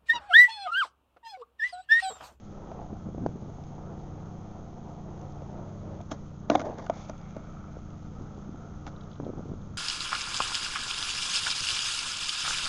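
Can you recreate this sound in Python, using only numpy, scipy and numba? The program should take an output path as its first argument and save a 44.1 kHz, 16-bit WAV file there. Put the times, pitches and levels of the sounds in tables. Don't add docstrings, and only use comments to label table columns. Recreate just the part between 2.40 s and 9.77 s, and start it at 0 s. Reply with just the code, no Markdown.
import sys
import numpy as np
from scipy import signal
from scipy.fft import rfft, irfft
from scipy.io import wavfile
from scipy.ndimage import uniform_filter1d
from numba import njit

SR = 44100
rng = np.random.default_rng(int(sys.argv[2]) if len(sys.argv) > 2 else 0)


def wav_out(sig):
    wavfile.write(sys.argv[1], SR, np.round(np.clip(np.atleast_2d(sig).T, -1, 1) * 32767).astype(np.int16))


def invert_db(level):
    return 10 ** (np.asarray(level, dtype=float) / 20)


N = 325093
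TIME = np.arange(N) / SR

# centre_hz, width_hz, level_db
CRACK_MODES = [(2260, 570, 1), (3500, 690, 2), (4760, 1400, 0), (6380, 810, 3.5)]


def unit(x):
    return x / np.sqrt(np.mean(x ** 2))


@njit
def svf(x, hz, width):
    y, band_state, low_state = np.empty(len(x)), 0., 0.
    for i in range(len(x)):
        g, k = np.tan(np.pi * hz[i] / SR), width / hz[i]
        v = (band_state + g * (x[i] - low_state)) / (1 + g * (g + k))
        band_state = 2 * v - band_state
        low_state += 2 * g * v
        y[i] = k * v
    return y


def band(x, hz, width):
    return svf(x, hz * np.ones(N), float(width))


def body(x, modes):
    out = np.zeros(N)
    for k, (hz, width, db) in enumerate(modes):
        out += (-1) ** k * invert_db(db) * unit(band(x, hz, width))
    return out


def walk(rate):
    k = int(SR / rate)
    held = rng.standard_normal(N)[np.arange(N) // k]
    return 1.77 * uniform_filter1d(uniform_filter1d(held, k), k)


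def grains(rate, spread_db):
    when, size, sign = rng.random(N), rng.exponential(size=N), rng.choice([-1., 1.], N)
    return (when < rate / SR) * invert_db(spread_db * np.minimum(size, 3)) * sign


def add(out, s, sound):
    i = int(s * SR)
    out[i:i + len(sound)] += sound[:N - i]


def fade(t, t60):
    return np.exp(-np.log(1000) * t / t60)


def ring(hz, t60, rise):
    t = TIME[:SR // 5]
    return (1 - np.exp(-t / rise)) ** 2 * fade(t, t60) * np.sin(2 * np.pi * hz * t)


def bursts(events):
    out, t = np.zeros(N), TIME[:SR // 5]
    for s, db, t60 in events:
        add(out, s, invert_db(db) * (1 - np.exp(-t / 0.0003)) * fade(t, t60))
    return out


def holds(events, rise_s, fall_s):
    out = np.zeros(N)
    for s, length, db in events:
        before = np.clip((s - TIME) / rise_s, 0, 5)
        after = np.clip((TIME - s - length) / fall_s, 0, 5)
        out += invert_db(db - 20 * before - 20 * after)
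    return out


def town():
    # pitch_hz, level_db per Hz
    bass = [(15, -75), (60, -76), (110, -82), (250, -85)]
    # pitch_hz, level_db per Hz
    upper_town = [(400, -79), (620, -84.5), (1000, -91), (1300, -85), (1650, -102), (2200, -103),
                  (2700, -109), (3300, -107), (4600, -112), (6400, -102), (6900, -113), (7600, -122)]
    # time_s, level_db
    swell = [
        (0, 0),
        (.6, -2.5),
        (2.5, -1.5),
        (3.7, 0),
        (4.2, -6.5),
        (4.8, -2),
        (6.9, -0.5),
        (7.37, -1.5),
    ]
    # pitch_hz, level_db (rms)
    whine_lines = [(3252, -85.5)]
    hz = np.maximum(np.fft.rfftfreq(N, 1 / SR), 1)
    table_hz, table_db = np.transpose(bass + upper_town)
    shape = invert_db(np.interp(np.log(hz), np.log(table_hz), table_db))
    noise = rfft(rng.standard_normal(N)) * shape * np.sqrt(SR / 2)
    split_hz = bass[-1][0]
    deep = irfft(noise * (hz < split_hz), N) * invert_db(8.5 + .8 * walk(2.4))
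    ranges = [((hz >= split_hz) & (hz < 350), 1.2), ((hz >= 350) & (hz < 1800), 1.3), (hz >= 1800, .5)]
    air = sum(irfft(noise * part, N) * invert_db(flicker_db * walk(12)) for part, flicker_db in ranges)
    whine = sum(np.sqrt(2) * invert_db(db) * np.sin(2 * np.pi * line_hz * TIME) for line_hz, db in whine_lines)
    return deep + air * invert_db(np.interp(TIME, *np.transpose(swell))) + whine


def engine():
    # time_s, cycle_rate_hz
    speed = [(0, 28.8), (1.1, 28.9), (2.1, 28.69), (2.6, 28.7), (3.1, 28.49), (4.3, 28.68), (4.6, 28.72),
             (5.1, 28.43), (5.6, 28.28), (7.37, 28.2)]
    order = [2, 3, 5, 6, 7, 8, 3.55, 7.1, 10.65, 14.2]
    order_db = [-63.5, -52, -48.5, -51, -60.5, -57, -51, -51, -57, -74]
    phase = 2 * np.pi * np.cumsum(np.interp(TIME, *np.transpose(speed))) / SR
    lines = np.zeros(N)
    for k, db in zip(order, order_db):
        breathing = invert_db(db + 1.5 * walk(5.0))
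        lines += breathing * np.cos(k * phase + .75 * walk(3.91))
    start_db, rise_s = -3, 0.55
    return np.sqrt(2) * lines * invert_db(start_db * np.clip(1 - TIME / rise_s, 0, 1))


def wind():
    # start_s, length_s, level_db
    puffs = [(.5, 0.034, -32.5), (.66, 0.047, -30), (.78, 0.11, -30.5), (.9, 0.2, -33.5),
             (1.16, 0.084, -43), (5.65, 0.11, -42), (5.78, 0.043, -34), (5.85, 0.02, -41.5),
             (5.95, .05, -42.5), (6.07, 0.11, -38.5), (6.2, 0.12, -42), (6.81, 0.023, -34),
             (6.862, 0.036, -25.5), (6.97, 0.028, -32), (7.04, 0.1, -35), (7.2, 0.19, -40.5)]
    # time_s, peak_db, pitch_hz, snap_db
    wind_pops = [(0.527, -22.5, 218, -17), (0.667, -28, 205, -15), (0.686, -21, 293, -39),
                 (0.745, -23.5, 355, -15), (0.779, -26.5, 293, -7.5), (0.804, -26, 213, -27),
                 (0.82, -20, 202, -30), (0.86, -9, 450, -15.5), (0.938, -30, 202, -24),
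                 (0.955, -23.5, 264, -19), (1.183, -32, 213, -9), (1.379, -31, 300, -7),
                 (5.367, -28.5, 460, -17), (5.809, -21.5, 210, -38), (6.09, -23.5, 205, -24),
                 (6.143, -31.5, 295, -11), (6.798, -20.5, 288, -8.5), (6.83, -23, 202, -15),
                 (6.864, -17, 345, -25), (6.876, -27, 342, -16), (6.891, -19.5, 300, -22),
                 (6.899, -18.5, 318, -32), (6.933, -26, 266, -12), (6.972, -25, 197, -21),
                 (6.991, -23, 242, -14), (7.032, -30, 202, -24), (7.055, -29, 377, -24),
                 (7.088, -23.5, 277, -29), (7.115, -22.5, 215, -19), (7.135, -22.5, 265, -24),
                 (0.857, -25, 251, -18), (0.866, -27, 233, -10), (1.02, -32, 388, -14),
                  (5.978, -32, 298, -8.5), (6.074, -39, 207, -18), (6.805, -27, 232, -18),
                  (6.837, -29, 221, -9), (6.981, -36, 285, -7), (7.004, -29, 487, -20),
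                  (7.164, -35, 200, -21)]
    eddies = grains(900, 2.9)
    thump = unit(band(band(band(eddies, 110, 220), 160, 350), 140, 500))
    flap = unit(band(band(band(eddies, 470, 290), 460, 420), 310, 650))
    gusts = holds(puffs, rise_s=0.035, fall_s=0.016)
    out = unit(thump + invert_db(-19) * flap) * gusts * invert_db(2 * walk(40) - 9.5)
    for s, db, hz, snap_db in wind_pops:
        cycles = 1.25 + 0.19 * max(-22 - db, 0)
        for part_db, part_hz in ((db - 4.5, hz), (db + snap_db + 2.0, 720)):
            t = TIME[:int(SR * cycles / part_hz) + 1]
            start = s + 0.00315 - t[-1] / 2
            swing = -np.cos(2 * np.pi * part_hz * (t - t[-1] / 2))
            add(out, start, invert_db(part_db) * np.sin(np.pi * t / t[-1]) ** 2 * swing)
    return out


def ticks():
    # time_s, peak_db, dull_db (duller part over the peak)
    clicks = [
        (6.49, -62, -1),
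        (6.562, -58, -5),
        (6.6077, -49.5, 5),
        (6.635, -61, 0),
        (6.7133, -51.5, -4),
        (6.7298, -56, 2),
        (6.754, -56, -1),
        (6.8463, -54, -1),
        (7.215, -61, -6),
    ]
    noise = rng.standard_normal(N)
    sharp = bursts([(s, db + 14.5, .03) for s, db, _ in clicks])
    bright = band(band(sharp * noise, 3650, 900), 3300, 1300)
    blunt = bursts([(s, db + dull_db - 12, .025) for s, db, dull_db in clicks])
    return bright + blunt * unit(band(noise, 1600, 1200))


def scraping():
    # start_s, length_s, level_db, grit_db (over the deck)
    scrapes = [(3.715, 0.013, -35, -10.5), (4.105, 0.049, -36.5, -17), (4.148, 0.071, -43, -15.5),
               (4.251, 0.034, -46, -15), (4.313, 0.066, -51.5, -19), (4.387, 0.0099, -42, -22.5),
               (4.411, 0.044, -46.5, -13), (4.538, 0.042, -47, -11.5), (4.591, 0.039, -50, -6),
               (4.64, 0.055, -59, -4.5), (6.467, 0.017, -49, -8.5)]
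    # centre_hz, width_hz, level_db
    rasp_modes = [(546, 224, 4), (915, 730, 3), (1400, 500, -3.5), (2080, 930, -13.5)]
    # time_s, peak_db
    stone_ticks = [(0.863, -41.5), (1.2376, -46), (1.5364, -53), (2.813, -52), (2.921, -47),
                   (3.6118, -40.5), (4.1264, -41), (4.3415, -52), (4.556, -47), (4.571, -47), (4.627, -48),
                   (4.7786, -48), (4.813, -52), (4.9072, -47.5), (5.504, -50)]
    rise_s, fall_s = 0.013, 0.025
    slips = grains(5000, 2.5) * invert_db(1.8 * walk(120))
    deck_gain = holds([row[:3] for row in scrapes], rise_s, fall_s)
    deck = unit(body(band(slips, 1200, 1400), rasp_modes)) * deck_gain
    grit_gain = holds([(s, length, db + grit_db) for s, length, db, grit_db in scrapes], rise_s, fall_s)
    grit = unit(body(slips, CRACK_MODES)) * grit_gain
    tick_gain = invert_db(-6.5) * bursts([(s, db, 0.016) for s, db in stone_ticks])
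    return deck + grit + tick_gain * unit(body(rng.standard_normal(N), CRACK_MODES))


def wheels():
    # time_s, level_db
    roll = [(0, -63), (.16, -53), (.45, -50), (.62, -58), (1.15, -55.5), (1.55, -50), (2.1, -56),
            (2.7, -49), (2.95, -55), (3.2, -49), (3.4, -58), (3.56, -46), (3.68, -68), (4.21, -51.5),
            (4.27, -39), (4.45, -55.5), (5.2, -57), (7.37, -62)]
    # centre_hz, width_hz, level_db
    deck_modes = [(487, 180, 2.5), (950, 330, -4.5), (960, 77, -28.5)]
    # centre_hz, width_hz, level_db
    grit_modes = [(2170, 880, -19.5), (3380, 1100, 8), (4800, 920, 3), (6450, 400, 10.5)]
    bail_s, unload_s, crouch_s = 4.45, 0.07, 2.9
    lower_hz, upper_hz = 1310, 2200
    roll_db = np.interp(TIME, *np.transpose(roll))
    empty = np.clip((TIME - bail_s) / unload_s, 0, 1)
    gone_s = np.maximum(TIME - bail_s - unload_s, 0)

    def rolling(rider_db, empty_db):
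        return invert_db(roll_db + rider_db + (empty_db - rider_db) * empty + 1.3 * walk(9))

    sag = 0.15 * (TIME > crouch_s) * (1 - empty)
    deck_hz = 675 * (1 + .06 * walk(7.2) - sag)
    stones = grains(1500, 3.4) * invert_db(0.61 * walk(30))
    main = unit(band(band(stones, deck_hz, 88), deck_hz, 200))
    rumble = unit(main + body(band(stones, 650, 800), deck_modes))
    flex = unit(band(band(stones, 310, 190), 414, 240))
    lower = unit(band(band(stones, lower_hz, 210), lower_hz, 260))
    upper = unit(band(band(stones, upper_hz, 350), upper_hz, 450))
    upper = upper * invert_db(-np.minimum(10.5 * gone_s, 14))
    grit = unit(body(grains(5000, 6.4) * invert_db(0.66 * walk(40)), grit_modes))
    grit = grit * invert_db(-70 + 5.5 * empty * np.exp(-gone_s / .3))
    deck = rumble * rolling(0, 0) + flex * rolling(0.5, -10.5)
    return deck + lower * rolling(-22.5, -5) + upper * rolling(-38.5, -9.5) + grit


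def board():
    # time_s, ring_peak_db, ring_hz, low_db (weight on the deck), upper_db (hardness)
    blows = [(0.316, -24, 675, -31, -15), (3.02, -26, 538, -16, -18), (3.604, -26.5, 690, -14, -17),
             (3.714, -25, 610, -3.5, 2), (4.099, -4, 653, -10, -7), (4.1167, -9, 640, -11, -19),
             (4.142, -21, 716, -4.5, -15), (4.1518, -2.5, 755, -16.5, -14), (4.1567, -15, 544, -34, -18),
             (4.195, -25.5, 716, -5.5, 3), (4.203, -25, 513, -17, 0), (4.215, -18.5, 640, -24, -7.5),
             (4.2673, -22.5, 610, -32, -22), (4.297, -23.5, 570, -13, -17), (4.384, -27, 610, -12, -4),
             (4.464, -29, 694, -26, 1.5), (4.4975, -7, 664, -26, -15.5), (4.513, -37, 850, -19, -14),
             (4.696, -20.5, 640, -15.5, -8.5), (4.965, -22.5, 612, -11.5, -12), (6.466, -28, 830, -9, -1),
             (6.475, -36.5, 746, -21, 6.5)]
    # pitch_hz, level_db, t60_s
    low_modes = [(249, 5.5, 0.071), (286, 7.5, 0.093), (530, -0.5, 0.021)]
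    # pitch_hz, level_db, t60_s
    upper_modes = [(1180, 6, 0.021), (1414, 3, 0.026), (1713, 11.5, 0.006), (2200, 0, 0.011)]
    # time_s, peak_db, pitch_hz, t60_s
    clanks = [(.8635, -31, 4600, 0.0034), (.863, -23.5, 1360, 0.0057), (3.715, -34.5, 3250, 0.017),
              (4.099, -27, 2820, 0.018), (4.099, -23.5, 4000, 0.014), (4.156, -29.5, 2170, 0.023),
              (4.1553, -10, 3500, 0.0045), (4.197, -35, 2150, 0.017), (4.696, -28, 4800, 0.0034),
              (4.697, -39, 3400, 0.0028), (4.6965, -24, 6200, .004), (2.813, -39, 6230, 0.0073),
              (4.813, -56, 4900, .02), (6.801, -35, 1500, 0.0042)]
    ring_t60_s, crack_t60_s, crack_db, detune = 0.022, 0.016, -15, .04
    out = np.zeros(N)
    for (s, db, hz, low_db, upper_db), chance in zip(blows, rng.standard_normal((len(blows), 8))):
        sound = ring(hz, ring_t60_s, 0.00081) + invert_db(-11.5) * ring(hz * 1.335, ring_t60_s, 0.00015)
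        for modes, group_db in ((low_modes, low_db), (upper_modes, upper_db)):
            for (mode_hz, mode_db, t60), c in zip(modes, chance):
                sound += invert_db(group_db + mode_db - 8.0) * ring(mode_hz * (1 + detune * c), t60, 0.0015)
        add(out, s, invert_db(db) * sound)
    for s, db, hz, t60 in clanks:
        t60 = min(t60, .02)
        add(out, s, invert_db(db) * (ring(hz, t60, 0.00074) + invert_db(-10.5) * ring(hz, t60, 0.00038)))
    crack = bursts([(s, db + upper_db + crack_db, crack_t60_s) for s, db, _, _, upper_db in blows])
    return out + crack * unit(body(rng.standard_normal(N), CRACK_MODES))


def scene():
    hits = board() + scraping() + ticks()
    tail = rng.standard_normal(SR // 4) * fade(TIME[:SR // 4], 0.14)
    wet = band(signal.fftconvolve(hits, tail)[:N], 620, 1200) * invert_db(-45)
    shade = signal.butter(6, 6750, fs=SR, output="sos")
    front = signal.sosfilt(shade, hits + wet + wheels())
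    return (front + engine() + town() + wind())[None]


def low_pass(x):
    return signal.sosfilt(signal.butter(12, 8040, fs=SR, output="sos"), x)


def record(dry):
    steep = signal.ellip(8, .5, 80, 7530, fs=SR, output="sos")
    return low_pass(signal.sosfilt(steep, dry))


dry = scene()
out = record(dry)
wav_out(out)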